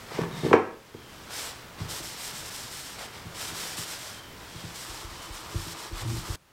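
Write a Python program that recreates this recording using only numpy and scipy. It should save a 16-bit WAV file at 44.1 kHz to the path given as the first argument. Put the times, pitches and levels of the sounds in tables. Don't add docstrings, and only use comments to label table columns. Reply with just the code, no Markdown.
import sys
import numpy as np
from scipy import signal
from scipy.fft import rfft, irfft
from scipy.io import wavfile
from scipy.ndimage import uniform_filter1d

SR = 44100
rng = np.random.default_rng(int(sys.argv[2]) if len(sys.argv) > 2 else 0)


def inscribe(sig):
    pcm = np.round(np.clip(np.atleast_2d(sig).T, -1, 1) * 32767)
    wavfile.write(sys.argv[1], SR, pcm.astype(np.int16))


N = 287532
T = np.arange(N) / SR

# (start [s], length [s], share of the length at which it is fastest [0-1],
# relative fibre hiss [dB], relative wood rasp [dB])
TOWEL_STROKES = [(0.111, 0.11, 0.52, -55, -39), (0.334, 0.23, 0.3, -53, -43),
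                 (1.301, 0.23, 0.42, -40, -40.5), (1.78, 0.12, .4, -54.5, -44.5),
                 (1.882, 0.15, 0.17, -40.5, -45), (2.021, 0.14, 0.2, -43, -55),
                 (2.155, 0.17, 0.66, -41.5, -46.5), (2.325, 0.12, 0.3, -43.5, -49.5),
                 (2.438, .062, 0.64, -43, -46), (2.502, 0.21, 0.2, -43.5, -56),
                 (2.7, 0.27, 0.15, -44.5, -57), (2.981, 0.091, 0.47, -48.5, -40),
                 (3.13, 0.072, .4, -55, -45), (3.342, .185, 0.53, -42, -42.5),
                 (3.535, .225, 0.3, -41, -45.5), (3.764, 0.093, 0.35, -38, -43.5),
                 (3.85, 0.14, 0.5, -43, -45), (3.983, 0.22, 0, -46.5, -46), (4.53, 0.25, 0.5, -53.5, -51),
                 (4.74, 0.15, 0.2, -45, -55), (4.87, 0.19, 0.07, -47.5, -46.5),
                 (5.095, 0.084, .25, -53, -57), (5.215, 0.052, .35, -49, -46.5),
                 (5.318, .11, 0.2, -49, -47.5), (5.498, 0.24, 0.96, -45.5, -47),
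                 (5.768, .11, 0.26, -47.5, -44), (5.953, .08, 0.6, -46, -43),
                 (6.057, 0.18, 0.5, -45.5, -47), (6.232, 0.14, 0.7, -45.5, -45)]
# (time [s], relative level [dB])
HAND_REST = [(0, -53), (.5, -57), (.75, -67.5), (1.25, -54), (1.55, -51), (1.72, -60.5), (2.0, -49),
             (2.9, -49.5), (3.28, -55), (3.6, -41), (4.3, -56.5), (4.6, -48), (6.35, -49)]
# (frequency [Hz], level [dB])
HISS_SPECTRUM = [(3000, -18), (5300, -0.5), (6500, -5), (7600, -1), (8600, -2.5), (10200, -8),
                 (11500, -8.5), (13000, -8.5), (15000, -13.5), (16000, -22.5)]
# (frequency [Hz], level [dB])
SWISH_SPECTRUM = [(700, -29.5), (1300, -3.5), (2000, -2.5), (2550, -3.5), (3100, 0), (3700, 0),
                  (4300, -1.5), (5300, -2), (6300, -7), (8000, -13), (11000, -25.5), (16000, -38.5)]
# (frequency [Hz], level [dB])
RASP_SPECTRUM = [(100, -40.5), (250, -7), (450, -0.5), (620, -0.5), (1000, 0.5), (1500, -2), (2300, -5.5),
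                 (3500, -14), (6000, -33), (15000, -75.5)]
# (start [s], length [s], first frequency [Hz], last frequency [Hz], level [dB])
WHISTLE_GLIDES = [(0.279, 0.246, 3760, 3640, -49), (.87, .44, 3260, 3000, -61),
                  (4.02, .37, 3370, 2980, -54), (4.473, 0.25, 3270, 3240, -57),
                  (5.12, 0.26, 3020, 3100, -54)]
# (time [s], peak before the band-pass [dB], brightness of the contact [Hz])
BOARD_KNOCKS = [(.112, -31.5, 600), (.184, -14.5, 285), (.209, -27, 820), (.234, -26, 1210),
                (.260, -28.5, 200), (.429, -21, 200), (.443, -15.5, 189), (.459, -13.5, 221),
                (.490, -31.5, 200), (.510, -9.5, 324), (.5295, -5.5, 1500), (.533, -1.5, 420),
                (.549, -11, 500), (.560, -19.5, 900), (.942, -30, 188)]
# (frequency [Hz], level [dB], t60 [s])
BOARD_MODES = [(95, -7.5, 0.48), (158, -8, 0.09), (232.6, -7, 0.12), (348, 2.5, 0.063), (403.5, 5.5, 0.035),
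               (463.6, -1, 0.09), (517, -2.5, 0.054), (644, -2, 0.018), (774, -3.5, 0.028),
               (900, -0.5, 0.033), (1120, 1, 0.026), (1344, -6, 0.021), (1595, -5.5, 0.015),
               (1946, -7.5, 0.024), (2310, -10.5, 0.019), (2700, -14.5, 0.018)]
# (frequency [Hz], level [dB], t60 [s])
BENCH_RING_MODES = [(99, -10, .35), (216.6, -11.5, 0.38), (301, 6, .3), (328, -3.5, 0.33),
                    (417, -22.5, 0.51), (472, 3.5, 0.5), (545, -6, 0.96), (645, -2, 0.25), (745, -11.5, .3),
                    (890, -5.5, 0.66), (1000, -9, .3), (1186, -7.5, .3)]
# (time [s], level before the band-pass [dB])
DRAG_LEVEL = [(.08, -66.5), (.16, -41), (.22, -30), (.27, -47), (.33, -38.5), (.41, -43.5), (.45, -27),
              (.52, -36.5), (.56, -72)]
# (frequency [Hz], width [Hz], level [dB])
DRAG_RESONANCES = [(164, 27, 11.5), (358, 51, -5.5), (910, 50, -6), (1750, 17, -4), (2057, 25, -9.5)]
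# (time [s], peak before the band-pass [dB], brightness of the push [Hz])
HAND_THUDS = [(1.802, -25.5, 150), (1.835, -35, 200), (2.002, -35, 700), (3.253, -34.5, 190),
              (3.517, -38, 265), (3.63, -42, 400), (3.78, -34.5, 220), (4.547, -34, 187),
              (4.635, -31.5, 201), (4.882, -36, 45), (5.032, -31.5, 50.3), (5.104, -37, 65),
              (5.289, -32, 40.2), (5.543, -20, 74), (5.665, -36, 287), (5.912, -26, 30.4),
              (6.162, -30.5, 49.8), (6.286, -22.5, 62)]
# (frequency [Hz], level [dB], t60 [s])
BENCH_FLEX_MODES = [(36, -2, 0.29), (63, 1.5, 0.1), (92.5, 2.5, 0.21), (119.6, -3.5, 0.24),
                    (163.7, -2, 0.2), (228, -5, 0.046), (329, -5.5, 0.11), (442, -28, 0.11)]
# (frequency [Hz], level [dB], t60 [s])
EDGE_MODES = [(335.2, -2, 0.33)]
# (start [s], length [s], share of the length at which it is strongest [0-1], level [dB])
JUDDER_STROKE = (6, 0.23, 0.4, -30.5)
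# (frequency [Hz], level [dB])
AIR_SPECTRUM = [(25, -7.5), (60, 1.5), (130, 2.5), (250, -3), (450, -4), (650, -7.5), (1100, -6),
                (2000, -10), (5000, -18.5), (9000, -24.5), (16000, -24.5)]
# (time [s], level [dB])
AIR_COURSE = [(0, -46.5), (.5, -46), (.62, -58), (.85, -52), (1.2, -47), (4.3, -46.5), (6.35, -49.5),
              (6.38, -65), (6.52, -61.5)]

STOP_S = 6.36
STROKE_ARCH = 0.43
LEAN_ARCH = 0.82
LEAN_S = 0.035
CREEP_DB = -6
EDGE_FROM_S, EDGE_REACH_S, EDGE_DB = 4.8, .12, -3.5
JUDDER_PER_S, JUDDER_SCATTER = 123, 0.0803
JUDDER_ARCH = 0.99
TAP_DB, TAP_HZ = -14, 330
EDGE_TAP_DB = -16.5
TOP_HZ = 15800


def towel():
    speed_db, weight_db = hand()
    swish_db = 0.56 * speed_db + 0.33 * weight_db - 3.0
    hiss = unit(colour(slips(per_s=22000, spread_db=0.0), HISS_SPECTRUM)) * undb(speed_db + 1.5)
    swish = unit(colour(slips(per_s=16000, spread_db=0.5), SWISH_SPECTRUM)) * undb(swish_db)
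    rasp = unit(colour(slips(per_s=7000, spread_db=2.0), RASP_SPECTRUM)) * undb(weight_db - 1.8)
    scuff = rng.standard_normal(N)
    at_edge = np.clip((T - EDGE_FROM_S) / EDGE_REACH_S, 0, 1)
    edge_body = unit(band(scuff, 855, 1290)) + undb(-8.0) * unit(resonate(scuff, 333, 18.0))
    hollow = edge_body * undb(weight_db + EDGE_DB) * at_edge
    grip_db = .7 * walk(70) + 0.44 * walk(22.1)
    return (hiss + swish + rasp + hollow) * undb(grip_db)


def hand():
    rest_db, = curves(HAND_REST)
    creep_db = rest_db + CREEP_DB
    speeds, weights = [], []
    for start, length, peak, hiss_db, rasp_db in TOWEL_STROKES:
        moving = arch(start, length, peak) ** STROKE_ARCH
        leaning = arch(start - LEAN_S, length + 2 * LEAN_S, peak) ** LEAN_ARCH
        speeds.append(creep_db + (hiss_db - creep_db) * moving)
        weights.append(rest_db + (rasp_db - rest_db) * leaning)
    return np.max(speeds, axis=0), np.max(weights, axis=0)


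def whistle():
    out = np.zeros(N)
    waver = 1 + .007 * walk(60)
    in_phase, across = walk(280), walk(200)
    for start, length, first_hz, last_hz, db in WHISTLE_GLIDES:
        glide_hz = np.interp(T, [start, start + length], [first_hz, last_hz]) * waver
        phase = 2 * np.pi * np.cumsum(glide_hz) / SR
        tone = in_phase * np.cos(phase) + across * np.sin(phase)
        out += tone * undb(db) * arch(start, length)
    return out


def board():
    t = T[:SR // 2]
    crack = unit(band(rng.standard_normal(len(t)), 1300, 8700, order=1)) * fade(t, 0.049)
    clatter = unit(band(rng.standard_normal(len(t)), 450, 1930, order=3)) * fade(t, 0.081)
    body = ring(BOARD_MODES) + undb(-26.5) * ring(BENCH_RING_MODES)
    blows = strike(BOARD_KNOCKS, body + undb(-8) * clatter + undb(-9.5) * crack)
    drag_db, = curves(DRAG_LEVEL)
    catches = slips(per_s=1200, spread_db=0.7)
    drag = unit(sum(undb(db) * resonate(catches, hz, width) for hz, width, db in DRAG_RESONANCES))
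    dragging = (T > DRAG_LEVEL[0][0]) & (T < DRAG_LEVEL[-1][0])
    return band(blows + drag * undb(drag_db) * dragging, 63, 8300, order=1)


def bench():
    flex = ring(BENCH_FLEX_MODES)
    edge = ring(EDGE_MODES)
    start, length, peak, db = JUDDER_STROKE
    cycles = np.cumsum(JUDDER_PER_S * (1 + JUDDER_SCATTER * walk(82.3))) / SR
    jerks = np.diff(np.floor(cycles), prepend=0) * undb(1.6 * walk(120))
    grip = unit(jerks) + 0.76 * slips(per_s=1200, spread_db=2.0)
    shaken = signal.fftconvolve(grip, flex + undb(-3) * edge)[:N]
    shake = steady(band(shaken, 49, 310, order=3), window_s=.035)
    judder = shake * undb(db) * arch(start, length, peak) ** JUDDER_ARCH
    taps = [(s, push_db + TAP_DB, TAP_HZ) for s, push_db, hz in HAND_THUDS]
    thuds = strike(HAND_THUDS, flex) + strike(taps, flex + undb(-13) * ring(BOARD_MODES))
    edge_taps = [(s, push_db + EDGE_TAP_DB, TAP_HZ) for s, push_db, hz in HAND_THUDS if s > EDGE_FROM_S]
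    hollow = strike(edge_taps, edge)
    return band(thuds + hollow, 24, 850) + judder


def workshop(x, wet_db, t60_low, t60_mid, t60_high):
    t = T[:SR * 3 // 4]
    low, mid, high = rng.standard_normal((3, len(t)))
    tail = undb(-1.5) * band(low, 92, 560) * fade(t, t60_low)
    tail += band(mid, 560, 2600) * fade(t, t60_mid)
    tail += undb(0.5) * band(high, 2530, 10000) * fade(t, t60_high)
    tail *= np.clip((t - .004) / 0.0027, 0, 1)
    return undb(wet_db) * signal.fftconvolve(x, tail / np.sqrt(np.sum(tail ** 2)))[:N]


def air():
    db, = curves(AIR_COURSE)
    rush = unit(colour(rng.standard_normal(N), AIR_SPECTRUM)) * undb(db + walk(6.6))
    return rush + undb(-68.5) * unit(band(rng.standard_normal(N), 504, 8000, order=1))


def slips(per_s, spread_db):
    happens = rng.random(N) < per_s / SR
    size = undb(spread_db * np.minimum(rng.exponential(size=N), 2 * np.pi))
    return unit(happens * size * rng.standard_normal(N))


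def strike(events, response):
    out = np.zeros(N + len(response))
    for s, db, hz in events:
        age = 2 * np.pi * hz * T[:SR // 10]
        push = age * (6 - 6 * age + age ** 2) * np.exp(-age)
        blow = signal.fftconvolve(response, push)[:len(response)]
        start = int(s * SR)
        out[start:start + len(blow)] += undb(db) * blow / np.abs(blow).max()
    return out[:N]


def ring(modes):
    t = T[:SR // 2]
    out = np.zeros(len(t))
    for k, (hz, db, t60) in enumerate(modes):
        out += (-1) ** k * undb(db) * np.cos(2 * np.pi * hz * t) * fade(t, t60)
    return out


def fade(t, t60):
    return np.exp(-np.log(1000) * t / t60)


def arch(start, length, peak=.5):
    top = start + length * np.clip(peak, .05, .95)
    inside = (T > start) & (T < start + length)
    out = np.zeros(N)
    out[inside] = np.sin(np.pi / 2 * np.interp(T[inside], [start, top, start + length], [0, 1, 0]))
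    return out


def walk(rate):
    size = int(SR / rate)
    return unit(uniform_filter1d(uniform_filter1d(rng.standard_normal(N), size), size))


def curves(table):
    s, *columns = np.transpose(table)
    return [np.interp(T, s, c) for c in columns]


def colour(x, points):
    hz, db = np.transpose(points)
    f = np.fft.rfftfreq(len(x), 1 / SR)
    gain = undb(np.interp(np.log(f + 1), np.log(hz), db))
    return irfft(rfft(x) * gain, len(x))


def resonate(x, hz, width_hz):
    return signal.lfilter(*signal.iirpeak(hz, hz / width_hz, fs=SR), x)


def band(x, lo_hz, hi_hz, order=2):
    sos = signal.butter(order, [lo_hz, min(hi_hz, SR / 2 - 1)], "band", fs=SR, output="sos")
    return signal.sosfilt(sos, x)


def steady(x, window_s):
    return x / np.sqrt(np.abs(uniform_filter1d(x ** 2, int(window_s * SR))) + 1e-18)


def unit(x):
    return x / np.sqrt(np.mean(x ** 2))


def undb(db):
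    return 10 ** (np.asarray(db) / 20)


def scene():
    knocks, thuds, rub = board(), bench(), towel()
    to_room = knocks + undb(-1.5) * thuds + undb(-5.5) * rub
    echo = workshop(to_room, wet_db=-8.5, t60_low=0.44, t60_mid=0.44, t60_high=0.38)
    working = np.clip((STOP_S - T) / 0.0049, 0, 1)
    mono = (knocks + thuds + rub + whistle() + echo) * working + air()
    return np.array([mono, mono])


def record(dry):
    top_cut = signal.ellip(10, .2, 80, TOP_HZ, fs=SR, output="sos")
    return signal.sosfilt(top_cut, np.clip(dry, -1, 1))


dry = scene()
out = record(dry)
inscribe(out)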